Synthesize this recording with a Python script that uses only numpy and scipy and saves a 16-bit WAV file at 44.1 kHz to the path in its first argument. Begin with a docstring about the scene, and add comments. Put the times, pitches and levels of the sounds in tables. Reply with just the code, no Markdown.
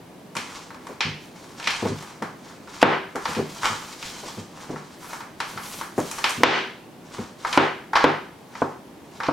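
"""A bare, lively room with a wooden floor, heard in stereo: a steady low rush of air (coloured noise) throughout.
From the first half second a cat works a corrugated cardboard scratcher just left of centre: catches and longer
rubs are stick-slip clicks through the cardboard, strokes hiss as friction grains, paws and body thump the floor.
At 2.8 s the board first slaps down flat, at 6.4 s loudest, and with four more slaps up to 9.3 s.
The camera's limiter ducks after the loudest slaps, so the room seems to swell behind them."""
import sys
import numpy as np
from scipy import signal
from scipy.fft import rfft, irfft
from scipy.io import wavfile

SR = 44100
rng = np.random.default_rng(int(sys.argv[2]) if len(sys.argv) > 2 else 0)


def unload_audio(sound):
    """Save the sound as a 16-bit wav file, at the path given as the first command line argument."""
    columns = np.transpose(np.atleast_2d(sound))
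    # keep every value between -1 and 1, then stretch to whole-number steps
    steps = np.round(np.clip(columns, -1, 1) * 32767)
    wavfile.write(sys.argv[1], SR, steps.astype(np.int16))


N = 411012
TIME = np.arange(N) / SR  # s

# Steady air of the room: (frequency [Hz], relative level [dB])
AIR_COLOUR = [(15, -59), (30, -46), (55, -18), (100, -11.5), (170, -3), (330, -5), (520, -10.5),
              (900, -13.5), (1300, -21), (3000, -26.5), (7000, -34.5), (16000, -41)]
# Stereo width of the air: (frequency [Hz], side re mid [dB])
AIR_WIDTH = [(60, -10), (180, -14), (550, -8), (1650, -4.5), (5000, -4.5), (15000, 3.5)]
AIR_MID_DB = -45.5

# Strength of the room's ringing: (frequency [Hz], level [dB])
ROOM_COLOUR = [(60, -1.5), (200, 1.5), (600, -2), (2000, 0.5), (5000, -1), (12000, -3)]
# Time the room takes to die by 60 dB: (frequency [Hz], decay time [s])
ROOM_DECAY = [(100, 0.22), (400, 0.37), (1200, 0.44), (3500, 0.5), (7000, 0.47), (14000, 0.33)]
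# Stereo width of the ringing: (frequency [Hz], side re mid [dB])
ROOM_WIDTH = [(80, -20), (250, -14), (600, -7.5), (1500, -6.5), (4500, -9), (10000, -1)]

# Strokes of paw and flank along the board:
# (start [s], length [s], paper hiss [dB], board ring [dB re paper hiss], fur hiss [dB re paper hiss])
STROKES = [(0.502, 0.02, -47.5, 1.5, -14), (0.543, 0.015, -43, -2.5, -21), (0.87, 0.024, -55.5, 4.5, -8),
           (1.241, 0.025, -53, -7, -10.5), (1.397, 0.017, -51, -1, -14), (1.472, 0.11, -53, 1, -13),
           (1.636, 0.24, -42.5, 1.5, -24), (1.97, 0.096, -47, 1.5, -15), (2.455, 0.044, -50.5, 3, -24),
           (2.72, 0.087, -47, -1, -19), (3.25, 0.11, -44.5, -3, -12), (3.49, 0.43, -46.5, -3, -10.5),
           (3.627, 0.11, -37.5, -1.5, -20), (4.025, 0.077, -40.5, -15, -15),
           (4.187, 0.16, -43.5, -4.5, -14), (4.607, 0.03, -46.5, 2, -17), (4.68, 0.35, -54, 1.5, -18),
           (5.042, 0.11, -47.5, -1, -6), (5.487, 0.03, -44.5, -1, -8.5), (5.636, 0.15, -43.5, -4.5, -2.5),
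           (6.012, 0.35, -43.5, -3.5, -8), (7.147, 0.072, -46, 1.5, -19), (7.497, 0.031, -43, -3, -15),
           (8.554, 0.083, -53, 3, -20), (9.157, 0.12, -54, -1, -14)]
# The cat never lies quite still: floor under paper hiss, board ring and fur hiss [dB]
RESTING_DB = (-73, -74.5, -72)
SWELL_DB_PER_S, FADE_DB_PER_S = 140, 138  # a stroke leans in, holds, then lets go
# Thumps on the floor, mostly paws and body; the rows at 2.831 s and 8.048 s are the low thud under the board
# slaps there: (time [s], level [dB], hollow knock [dB re that level])
FOOTFALLS = [(.361, -33.5, -2.5), (0.891, -41.5, 7.5), (1.05, -24, -41), (1.083, -34, -23),
             (1.825, -20.5, -4.5), (1.853, -21, -0.5), (1.903, -24, -17), (2.22, -27.5, -0.5),
             (2.831, -17, -10), (3.153, -33, 5.5), (3.284, -30.5, -14), (3.367, -20, -6), (3.389, -21, -1),
             (3.7, -33, -17), (4.232, -40, 6), (4.375, -29, -8), (4.694, -27.5, -2), (4.729, -30.5, -2),
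             (5.542, -35.5, -9), (5.98, -20.5, 2.5), (6.377, -26.5, -15), (6.403, -30.5, -0.5),
             (7.185, -26, -6), (8.048, -26, -15)]
# Longer rubs on the cardboard: (time [s], length [s], ring [dB], crunch [dB], tick [dB])
LONG_RUBS = [(1.621, 0.067, -58, -37.5, -58), (1.697, 0.017, -50, -29, -42),
             (2.812, 0.015, -32, -27.5, -42.5), (3.281, 0.072, -36.5, -40.5, -45),
             (3.641, 0.034, -25.5, -28, -40), (3.704, 0.032, -34, -54, -48),
             (5.975, 0.027, -37.5, -55, -39.5), (6.289, 0.03, -36.5, -43, -37),
             (7.454, 0.026, -41, -40, -56), (7.525, 0.05, -32, -44, -50), (7.954, 0.019, -15.5, -24.5, -48),
             (7.976, 0.075, -26, -35, -61), (9.24, 0.029, -39, -39.5, -69)]
# Claws and edges catch: (time [s], nominal ring peak [dB], crunch [dB re peak], tick [dB re peak])
CATCHES = [(0.352, -20.5, -20, -23), (0.366, -18.5, -10.5, -19.5), (0.704, -28, -25, -34),
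           (0.744, -31, -20.5, -28), (0.868, -28, -19, -23.5), (1.006, -14, -6.5, -34),
           (1.598, -26, -13.5, -26), (1.672, -12.5, -8.5, -28), (2.024, -28, -22, -20),
           (2.222, -16.5, -23, -33), (2.674, -30.5, -22, -35), (3.156, -15.5, -24.5, -29),
           (3.254, -12.5, -18, -42), (3.349, -22.5, -11.5, -34), (3.632, -12.5, -23, -33),
           (4.026, -28, -8, -25), (4.759, -24, -27, -40), (5.043, -30.5, -21, -25),
           (5.131, -20.5, -23.5, -27), (5.205, -22.5, -23, -35), (5.402, -14, -16, -30),
           (5.574, -18.5, -21.5, -46.5), (5.811, -17.5, -22.5, -34), (6.112, -24, -14, -11),
           (6.184, -19, -20.5, -25), (6.2406, -7.5, -11.5, -31), (7.448, -10.5, -25.5, -42),
           (7.527, -16.5, -9, -24.5), (7.932, -8, -30, -45), (7.954, -7, -16, -47),
           (8.552, -24.5, -19, -38), (9.202, -14.5, -26.5, -45), (9.233, -17, -17.5, -45)]
RING_CREST_DB = 13  # how far the peak of a catch stands over its rms
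# Deeper catches crunch duller: treble slope lost per dB over the usual
DULLING_DB_PER_OCTAVE, DULL_FROM_HZ, USUAL_CATCH_DB = 0.48, 3200, -19
# The board lands flat: (time [s], level [dB], treble tilt [dB per octave])
BOARD_SLAPS = [(2.828, 1, 2.5), (6.4342, 4, 7.5), (7.5753, -3, 3.5), (8.0420, -5.5, 1.5),
               (8.6190, -16, -11), (9.2858, -15.5, -9.5)]
SCUFF_ROOM_DB, SLAP_ROOM_DB = 3.5, -1.67  # how strongly each stirs the room, re its direct sound

# Ring of the board: (frequency [Hz], relative level [dB])
RING_COLOUR = [(150, -21), (500, -8.5), (680, -9), (850, 0), (1000, 2), (1400, -3.5), (1850, -5),
               (2500, -10), (5000, -52)]
# Crunch of the cardboard flutes: (frequency [Hz], relative level [dB])
CRUNCH_COLOUR = [(900, -37.5), (1700, 6), (2400, 12.5), (3700, 6.5), (5200, 5), (6500, -5.5), (8500, -21.5),
                 (14000, -79)]
# Ticks on the flute edges: (frequency [Hz], relative level [dB])
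TICK_COLOUR = [(3500, -18), (6000, 1), (7500, 1), (10500, -6), (13000, -14), (16000, -22)]
# Hiss of the paper face: (frequency [Hz], relative level [dB])
PAPER_COLOUR = [(900, -0.5), (1800, -2), (3500, 1.5), (6500, 0.5), (9000, -7.5), (13000, -25)]
# Hiss of the fur: (frequency [Hz], relative level [dB])
FUR_COLOUR = [(4000, -20), (8000, -2), (11500, 0), (13500, -6), (16000, -11), (18000, -40)]
# Flat board on floor: (frequency [Hz], relative level [dB])
SLAP_COLOUR = [(40, -11), (80, -16), (150, -11.5), (230, 5.5), (400, 2), (650, 3), (1050, 2.5), (1600, -3),
               (3300, -16), (6000, -36.5), (14000, -83)]
# Soft weight on floor: (frequency [Hz], relative level [dB])
THUD_COLOUR = [(35, -67.5), (65, -8), (100, -7.5), (150, -4.5), (215, 3.5), (310, -5), (480, -2),
               (900, -34), (2000, -72.5)]
# Hollow knock of a bonier touch: (frequency [Hz], relative level [dB])
KNOCK_COLOUR = [(130, -25), (270, -9), (420, -3.5), (600, -2.5), (900, -12.5), (2000, -25.5), (5000, -51)]
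# Broad ring of the board near 1 kHz, and narrow peaks of the room: (frequency [Hz], width [Hz], lift [dB])
BOARD_AND_ROOM_PEAKS = [(1016, 1100, 4), (1340, 73, 4), (1694, 11, 5)]
# Resonances of the floor: (frequency [Hz], width [Hz], lift [dB])
FLOOR_RESONANCES = [(101.8, 17, 12.2), (150, 8, 12.7), (299.5, 9.4, 3.6), (386.1, 13.8, 8.3),
                    (498, 27, 4.9), (993, 73, 4.8)]
CUTOFF_HZ = 16000


def from_db(db):
    """Decibels to gain."""
    return 10 ** (np.asarray(db) / 20)


def rms_one(x):
    """Scale to rms 1."""
    return x / np.sqrt(np.mean(x ** 2) + 1e-20)


def at_hz(points, hz):
    """Read a table on a log-frequency axis."""
    f, value = np.transpose(points)
    return np.interp(np.log(np.maximum(hz, 1)), np.log(f), value)


def add(track, s, sound):
    """Mix a sound into a track from time s on."""
    start = int(np.clip(round(s * SR), 0, N - 1))
    track[..., start:start + sound.shape[-1]] += sound[..., :N - start]


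def coloured(x, spectrum, modes=(), tilt_db=0, tilt_from_hz=1100, size=8192):
    """Pass x through a causal (minimum-phase) filter with this colour, these peaks and a tilt per octave."""
    hz = np.arange(size // 2 + 1) * SR / size
    octaves_up = np.log2(np.maximum(hz / tilt_from_hz, 1))
    db = at_hz(spectrum, hz) + tilt_db * octaves_up
    for centre, width, lift in modes:
        db = db + lift / (1 + (2 * (hz - centre) / width) ** 2)
    # folding the cepstrum gives the minimum-phase response
    cepstrum = irfft(np.log(from_db(db)))[:size // 2]
    cepstrum[1:] *= 2
    response = irfft(np.exp(rfft(cepstrum, size)))
    response = np.array(response, ndmin=x.ndim)
    return signal.oaconvolve(x, response, axes=-1)[..., :x.shape[-1]]


def slips(count, per_s, spread_db):
    """Stick-slip: tiny clicks at random moments with uneven sizes; rms 1."""
    sizes = from_db(spread_db * np.minimum(rng.exponential(1, count), 4))
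    signs = rng.choice([-1, 1], count)
    happens = rng.random(count) < per_s / SR
    return rms_one(sizes * signs * happens)


def contact(crumble_s, first_share, count=8000):
    """One touch: row 0, heard directly, a click and slips that swell and die; row 1, for the room, one click."""
    age = TIME[:count] / max(crumble_s, .0005)
    after = slips(count, 9000, 2.2) * np.sqrt(age) * np.exp(-age)
    click = signal.unit_impulse(count)
    direct = first_share * click + after / np.linalg.norm(after)
    return np.array([direct, click])  # the room would blur the slips, so it gets the click alone


def blow(sound, db):
    """Give each row of a short sound the energy of 10 ms at this level."""
    unit_energy = sound / np.linalg.norm(sound, axis=-1, keepdims=True)
    return from_db(db) * unit_energy * np.sqrt(SR / 100)


def air():
    """The steady low rush of the room: independent noise in mid and side."""
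    mid, side = [rms_one(coloured(rng.standard_normal(N), AIR_COLOUR)) for channel in range(2)]
    side = coloured(side, AIR_WIDTH)
    return from_db(AIR_MID_DB) * np.array([mid + side, mid - side])


def room(x, count=26000):
    """Dense reflections build up within milliseconds and die band by band; the sides differ more in the treble."""
    t, hz = TIME[:count], np.arange(count // 2 + 1) * SR / count
    white = rfft(rng.standard_normal((2, count)))
    tails = np.zeros((2, count))  # mid, side
    edges = np.geomspace(40, 18000, 19)  # Hz
    for low, high in zip(edges, edges[1:]):
        centre = np.sqrt(low * high)
        band = irfft(white * ((hz >= low) & (hz < high)))
        band *= from_db(-60 * t / at_hz(ROOM_DECAY, centre))
        band *= 1 - np.exp(-(t / 0.00057) ** 2)  # build-up
        # energy in proportion to bandwidth
        band *= np.sqrt(2 * (high - low) / SR) / np.linalg.norm(band, axis=1, keepdims=True)
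        side_db = np.array([[0], [at_hz(ROOM_WIDTH, centre)]])
        tails += band * from_db(at_hz(ROOM_COLOUR, centre) + side_db)
    mid, side = signal.oaconvolve(x[None], tails, axes=1)[:, :N]
    return np.array([mid + side, mid - side])


def grip(rate_hz, unsteady_db, step=64):
    """Friction grabs and lets go: a gain that wanders many times a second; rms 1."""
    slow = signal.butter(2, rate_hz, fs=SR / step, output="sos")
    wander = rms_one(signal.sosfilt(slow, rng.standard_normal(N // step + 1)))
    wander = np.interp(np.arange(N) / step, np.arange(len(wander)), wander)
    return rms_one(from_db(unsteady_db * wander))


def stroke_levels():
    """Each stroke swells, holds and fades; the strongest one sets the dB of paper, board and fur."""
    levels = np.outer(RESTING_DB, np.ones(N))
    for s, length, db, ring_db, fur_db in STROKES:
        swell_db = SWELL_DB_PER_S * (TIME - s)
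        fade_db = FADE_DB_PER_S * (s + length - TIME)
        shape_db = np.minimum(0, np.minimum(swell_db, fade_db))
        levels = np.maximum(levels, db + shape_db + np.array([[0], [ring_db], [fur_db]]))
    return levels


def sliding():
    """Light, uneven friction: coarse grains in the board, fine ones on the paper, finest in the fur."""
    paper_db, ring_db, fur_db = stroke_levels()
    ring_grains = slips(N, 260, 2.7)
    ring = from_db(ring_db) * rms_one(coloured(ring_grains, RING_COLOUR, BOARD_AND_ROOM_PEAKS))
    paper = from_db(paper_db) * rms_one(coloured(slips(N, 2800, 1.8), PAPER_COLOUR))
    fur = from_db(fur_db) * rms_one(coloured(slips(N, 11000, 3.9), FUR_COLOUR))
    return (ring + paper) * grip(rate_hz=19, unsteady_db=3.0) + fur


def thumps(room_db=-2, tilt_per_knock=0.27, usual_knock_db=-12):
    """Soft weight sets the floor booming low; bonier touches boom higher and add a hollow knock."""
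    out = np.zeros((2, N))  # direct sound, room feed
    for s, db, knock_db in FOOTFALLS:
        force = contact(0.012, first_share=0.43)
        tilt_db = tilt_per_knock * (knock_db - usual_knock_db)
        thud = coloured(force, THUD_COLOUR, FLOOR_RESONANCES, tilt_db, tilt_from_hz=74)
        knock = coloured(force, KNOCK_COLOUR, FLOOR_RESONANCES)
        sound = blow(thud, db) + blow(knock, db + knock_db)
        add(out, s, sound * from_db([[0], [room_db]]))
    return out


def long_rubs(count=8000):
    """A longer run of slips under brief pressure drives the ring, crunch and tick of the cardboard."""
    out, t = np.zeros(N), TIME[:count]
    for s, length, *levels in LONG_RUBS:
        press = np.clip(t / 0.0037, 0, 1)
        let_go = np.exp(-np.maximum(t - length, 0) / 0.0021)
        force = slips(count, 1500, 4.7)
        for colour, db in zip((RING_COLOUR, CRUNCH_COLOUR, TICK_COLOUR), levels):
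            voice = rms_one(coloured(force, colour, BOARD_AND_ROOM_PEAKS))
            add(out, s, from_db(db) * press * let_go * voice)
    return out


def scuffs():
    """Each catch rings the board, crunches the flutes and ticks on their edges."""
    out = np.zeros((2, N))  # direct sound, room feed
    for s, db, crunch_db, tick_db in CATCHES:
        force = contact(0.003, first_share=0.15)
        ring = coloured(force, RING_COLOUR, BOARD_AND_ROOM_PEAKS)
        tilt_db = DULLING_DB_PER_OCTAVE * (USUAL_CATCH_DB - db)
        crunch = coloured(force, CRUNCH_COLOUR, tilt_db=tilt_db, tilt_from_hz=DULL_FROM_HZ)
        tick = coloured(force, TICK_COLOUR)
        sound = blow(ring, db - RING_CREST_DB)
        sound += blow(crunch, db + crunch_db)
        sound += blow(tick, db + tick_db)
        add(out, s, sound)
    return out * from_db([[0], [SCUFF_ROOM_DB]])


def slaps():
    """The flat side claps on the floor and rattles for a few milliseconds."""
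    out = np.zeros((2, N))  # direct sound, room feed
    for s, db, tilt_db in BOARD_SLAPS:
        force = contact(0.0039, first_share=0.59)
        add(out, s, blow(coloured(force, SLAP_COLOUR, FLOOR_RESONANCES, tilt_db), db))
    return out * from_db([[0], [SLAP_ROOM_DB]])


def scene(left_db=0.22):
    """Just left of centre; the clap of the board's far end and everything else (paws, rubs, the low thud under
    two slaps) each stir the room from a spot of their own."""
    far_end = slaps()
    paws = scuffs() + long_rubs() + thumps() + sliding()
    direct = (far_end[0] + paws[0]) * from_db([[left_db], [-left_db]])
    return direct + room(far_end[1]) + room(paws[1]) + air()


def limiter(x, threshold_db=0.5, release_db_per_s=110, attack_s=0.0017):
    """Peaks over the threshold pull the gain down fast; it climbs back steadily."""
    loudest_db = 20 * np.log10(np.abs(x).max(axis=0) + 1e-9)  # louder channel rules both
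    over = np.maximum(loudest_db - threshold_db, 0)
    release = release_db_per_s * TIME
    held = np.maximum.accumulate(over + release) - release
    pole = np.exp(-1 / (attack_s * SR))
    return x * from_db(-signal.lfilter([1 - pole], [1, -pole], held))


def record(dry):
    """The limiter is too slow for the first crest of a slap, which clips; the top is cut."""
    clipped = np.clip(limiter(dry), -.95, .95)
    top_cut = signal.ellip(12, .1, 80, CUTOFF_HZ, fs=SR, output="sos")
    return signal.sosfilt(top_cut, clipped)


dry = scene()
out = record(dry)
unload_audio(out)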